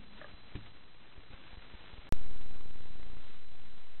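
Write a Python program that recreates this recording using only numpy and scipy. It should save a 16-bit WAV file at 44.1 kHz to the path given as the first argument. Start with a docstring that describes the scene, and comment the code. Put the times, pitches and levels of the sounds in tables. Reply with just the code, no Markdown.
"""A hollow barrel, nosed by a bear at night, rings in its damped modes: two small knocks on the rim, then a
thump and light nudges on the wall, with leaves crunching beneath. A trail camera's narrow-band electronics add
hiss, a thin whine and soft low blips; a faint drone fades early. The sound drops out for an instant and returns
with a click, a step in the offset, after which the camera's supply flutters in steps for about a second."""
import sys
import numpy as np
from scipy import signal
from scipy.fft import rfft, irfft
from scipy.io import wavfile
from scipy.ndimage import minimum_filter1d

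SR = 44100
rng = np.random.default_rng(int(sys.argv[2]) if len(sys.argv) > 2 else 0)


def int16_out(signal):
    """Quantize to a 16-bit WAV file."""
    q = np.round(np.clip(np.atleast_2d(signal).T, -1, 1) * 32767)
    wavfile.write(sys.argv[1], SR, q.astype(np.int16))


N = 176400
T = np.arange(N) / SR

# Envelopes of the background: time_s, level_db
DRONE_LEVEL = [(0, -61.5), (.12, -62), (.3, -73.5), (.6, -69), (1, -100)]
WHINE_LEVEL = [(0, -69.5), (.4, -67.5), (.8, -70.5), (1.02, -74), (1.2, -73), (1.5, -69.5), (2.5, -69.5),
               (3.4, -70), (4, -72)]
HISS_LEVEL = [(0, -60), (.08, -61.5), (.19, -55.5), (.4, -61.5), (.52, -59), (.64, -58.5), (.9, -63),
              (1.15, -59), (1.26, -61), (1.35, -58.5), (1.5, -57.5), (1.95, -57), (2.09, -58), (2.15, -61),
              (2.9, -61.5), (3.1, -62.5), (3.28, -58), (3.48, -63.5), (3.65, -61), (3.95, -62.5)]
JITTER_LEVEL = [(0, -56), (.35, -57.5), (.8, -60), (1.05, -67), (1.19, -61), (1.4, -63.5), (2.1, -59),
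                (3.25, -59.5), (3.6, -57), (4, -64)]
# Spectrum of the hiss: frequency_hz, relative_density_db
HISS_SPECTRUM = [(30, 7), (120, 6.5), (300, 4), (600, 1), (1200, 1), (2200, 0.5), (3200, 0), (3800, 0),
                 (4050, -17.5)]
# Height of one stair of the supply flutter: time_s, level_db
STAIR_HEIGHT = [(2.13, -43.5), (2.55, -46.5), (2.9, -48), (3.1, -48), (3.2, -47)]
# Electrical blips: start_s, level_db, sag_length_s
BLIPS = [(0.337, -42.5, 0.014), (1.1787, -40.5, 0.0099), (1.334, -42, 0.013), (1.5306, -41, 0.015),
         (1.5725, -40, .014), (1.7396, -39.5, 0.014), (1.932, -42, 0.013), (1.981, -40, 0.015)]
# Leaves crushed under the barrel: start_s, level_db, length_s
CRUNCHES = [(0.515, -56, 0.0053), (0.634, -65, .01), (.656, -57, .022), (0.761, -64, 0.023),
            (1.324, -56, 0.026)]
# Modes of the rim and of the hollow body: pitch_hz, level_db, t60_s
RIM_MODES = [(619, -13.5, 0.08), (636, -19.5, 0.069), (1243, -13, 0.049), (1284, -19.5, 0.15),
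             (1590, -18, 0.043), (1763, -6.5, 0.028), (1823, -5.5, 0.021)]
BODY_MODES = [(108.3, -5, .42), (86, -11, 0.098), (135, -8.5, 0.11), (186.6, -4, 0.18), (294, 0.5, 0.1),
              (359, -5, .09), (385, -5, 0.052)]
# Knocks on the rim: start_s, level_db, pitch_ratio
KNOCKS = [(.2136, -33.5, 0.97), (0.2429, -34, 0.94)]
# One firm thump on the wall, then light nudges: start_s, level_db, relative_push_db
THUMPS = [(0.5525, -38.5, 6), (1.151, -60.5, -4), (1.186, -55.5, 2.5), (1.3033, -54.5, 8.5)]

WHINE_HZ, GRIT_TOP_HZ, BAND_HZ, CLICK_TOP_HZ = 4000, 4000, 4090, 16300
PAUSE_S, RESUME_S = 2.091, 2.12433


def amp(db):
    """Amplitude ratio of a level in decibels."""
    return 10 ** (np.asarray(db) / 20)


def unit(x):
    """Normalisation to rms 1."""
    return x / np.sqrt(np.mean(x ** 2) + 1e-20)


def level(points):
    """Amplitude envelope, linear in decibels between (time_s, level_db) points."""
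    return amp(np.interp(T, *np.transpose(points)))


def decay(t, start_db, t60_s):
    """Exponential decay: 60 dB lost every t60_s."""
    return amp(start_db - 60 * t / t60_s)


def add(mix, start_s, sound):
    """Superposition of a delayed sound on the mix."""
    part = mix[round(start_s * SR):][:len(sound)]
    part += sound[:len(part)]


def noise(gain):
    """Spectral shaping of white noise by gain(hz), at rms 1."""
    spectrum = rfft(rng.standard_normal(N)) * gain(np.fft.rfftfreq(N, 1 / SR))
    return unit(irfft(spectrum, N))


def wander(time_scale_s):
    """Low-pass noise: a random drift on the given time scale."""
    return noise(lambda hz: np.exp(-(hz * time_scale_s) ** 2))


def lowpass(x, hz):
    """Steep band limiting by convolution with a windowed sinc."""
    return signal.oaconvolve(x, signal.firwin(601, hz, window=("kaiser", 8), fs=SR), "same")


def ring(modes, t, rise_s, pitch=1):
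    """Free vibration: a sum of damped sinusoids with a soft onset."""
    partials = sum(decay(t, db, t60_s) * np.sin(2 * np.pi * hz * pitch * t) for hz, db, t60_s in modes)
    return (1 - np.exp(-t / rise_s)) * partials


def pulse(t, length_s):
    """Half-sine pulse of a soft contact."""
    return np.sin(np.pi * np.clip(t / length_s, 0, 1))


def drone(centre_hz=214, width_hz=75):
    """Narrow-band noise is heard as a faint low pitch; it fades early."""
    return level(DRONE_LEVEL) * noise(lambda hz: 1 / (1 + (2 * (hz - centre_hz) / width_hz) ** 2))


def whine():
    """Random amplitude modulation makes the converter's thin tone waver."""
    waver = 1 + 0.2 * wander(0.024)
    return np.sqrt(2) * level(WHINE_LEVEL) * waver * np.sin(2 * np.pi * WHINE_HZ * T)


def hiss(flicker_db=1.69, dips_per_s=6, dip_s=0.0045, dip_db=-8.5):
    """Band-limited electronic noise, amplitude-modulated by a flicker and brief random dips."""
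    knots_hz, density_db = np.transpose(HISS_SPECTRUM)
    grain = noise(lambda hz: amp(np.interp(np.log(hz + 1), np.log(knots_hz), density_db)) * (hz < BAND_HZ))
    steady = (rng.random(N) > dips_per_s / SR) * 1.
    dips = 1 - minimum_filter1d(steady, size=round(dip_s * SR))
    return grain * level(HISS_LEVEL) * amp(flicker_db * wander(0.0074) + dip_db * dips)


def jitter(steps_per_s=170, corner_hz=20):
    """A Poisson process: the zero level takes small random steps, each relaxing exponentially."""
    steps = rng.choice([-1, 1], N) * (rng.random(N) < steps_per_s / SR)
    pole = np.exp(-2 * np.pi * corner_hz / SR)
    return level(JITTER_LEVEL) * unit(signal.lfilter([1], [1, -pole], steps))


def supply_flutter(start_s=2.1144, quickens_s=2.9634, end_s=3.2035, stairs=3):
    """A stepped sawtooth wave: the supply descends and snaps back, slowly at first, then faster."""
    slow_period_s, quick_period_s = .04953, .0343
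    cycles = np.where(T < quickens_s, (T - start_s) / slow_period_s, (T - quickens_s) / quick_period_s)
    staircase = (stairs - 1) / 2 - np.floor(cycles % 1 * stairs)
    return staircase * level(STAIR_HEIGHT) * (T > RESUME_S) * (T < end_s)


def blips(rebound_db=-11.5, rebound_s=0.013):
    """Electrical transients: a sharp edge, a triangular sag and a slight overshoot."""
    out, t = np.zeros(N), T[:SR // 8]
    edge = decay(t, start_db=-2, t60_s=0.019)
    for start_s, db, length_s in BLIPS:
        sag = np.interp(t / length_s, [0, .62, 1], [0, 1, 0])
        recovery = np.maximum(t - length_s, 0) / rebound_s
        rebound = amp(rebound_db) * recovery * np.exp(1 - recovery)
        add(out, start_s, amp(db) * (edge - sag + rebound))
    return out


def leaves(grit):
    """Leaves crushed under the barrel radiate short bursts of broadband noise."""
    return grit * sum(amp(db) * pulse(T - start_s, length_s) for start_s, db, length_s in CRUNCHES)


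def rim_knocks(rasp_hz=2190):
    """Impacts excite the rim's high, heavily damped modes, with a short rasp of contact noise."""
    out, t = np.zeros(N), T[:SR // 2]
    contact = noise(lambda hz: 1 / (1 + (hz / rasp_hz) ** 10))[:len(t)]
    rasp = contact * decay(t, start_db=-20.5, t60_s=0.03)
    for start_s, db, pitch in KNOCKS:
        add(out, start_s, amp(db) * (rasp - ring(RIM_MODES, t, rise_s=0.0017, pitch=pitch)))
    return out


def wall_thumps(grit, push_s=0.0062, recoil_s=0.03, recoil_db=-11, scuff_rise_s=0.0018):
    """Forced, then free vibration: the scuffed wall yields and springs back, and the body rings."""
    out, t = np.zeros(N), T[:SR // 2]
    body = ring(BODY_MODES, t, rise_s=0.0021)
    push = pulse(t, push_s) - amp(recoil_db) * pulse(t - push_s, recoil_s)
    scuff = grit[:len(t)] * decay(t, start_db=-5.5, t60_s=0.064) * (1 - np.exp(-t / scuff_rise_s))
    for start_s, db, push_db in THUMPS:
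        add(out, start_s, amp(db) * (scuff - body - amp(push_db) * push))
    return out


def scene():
    """Superposition of the background and the barrel, in mono."""
    grit = noise(lambda hz: hz < GRIT_TOP_HZ)
    barrel = leaves(grit) + rim_knocks() + wall_thumps(grit)
    background = drone() + whine() + hiss() + jitter() + supply_flutter() + blips()
    return (background + barrel)[None]


def record(dry, rest_db=-46, click_db=-18, settle_s=0.54, settle_share=0.73):
    """Band limiting, a brief silence, then a step response: the offset jumps with a click and partly settles."""
    rest_offset = -amp(rest_db) * (T < PAUSE_S)
    running = (T < PAUSE_S) | (T >= RESUME_S)
    narrow = lowpass(dry[0] + rest_offset, BAND_HZ) * running
    settled = settle_share * (1 - np.exp(-np.maximum(T - RESUME_S, 0) / settle_s))
    click_offset = -amp(click_db) * (T >= RESUME_S) * (1 - settled)
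    padded = np.pad(narrow + click_offset, SR, mode="edge")  # keeps the ends free of clicks
    return lowpass(padded, CLICK_TOP_HZ)[None, SR:-SR]


dry = scene()
out = record(dry)
int16_out(out)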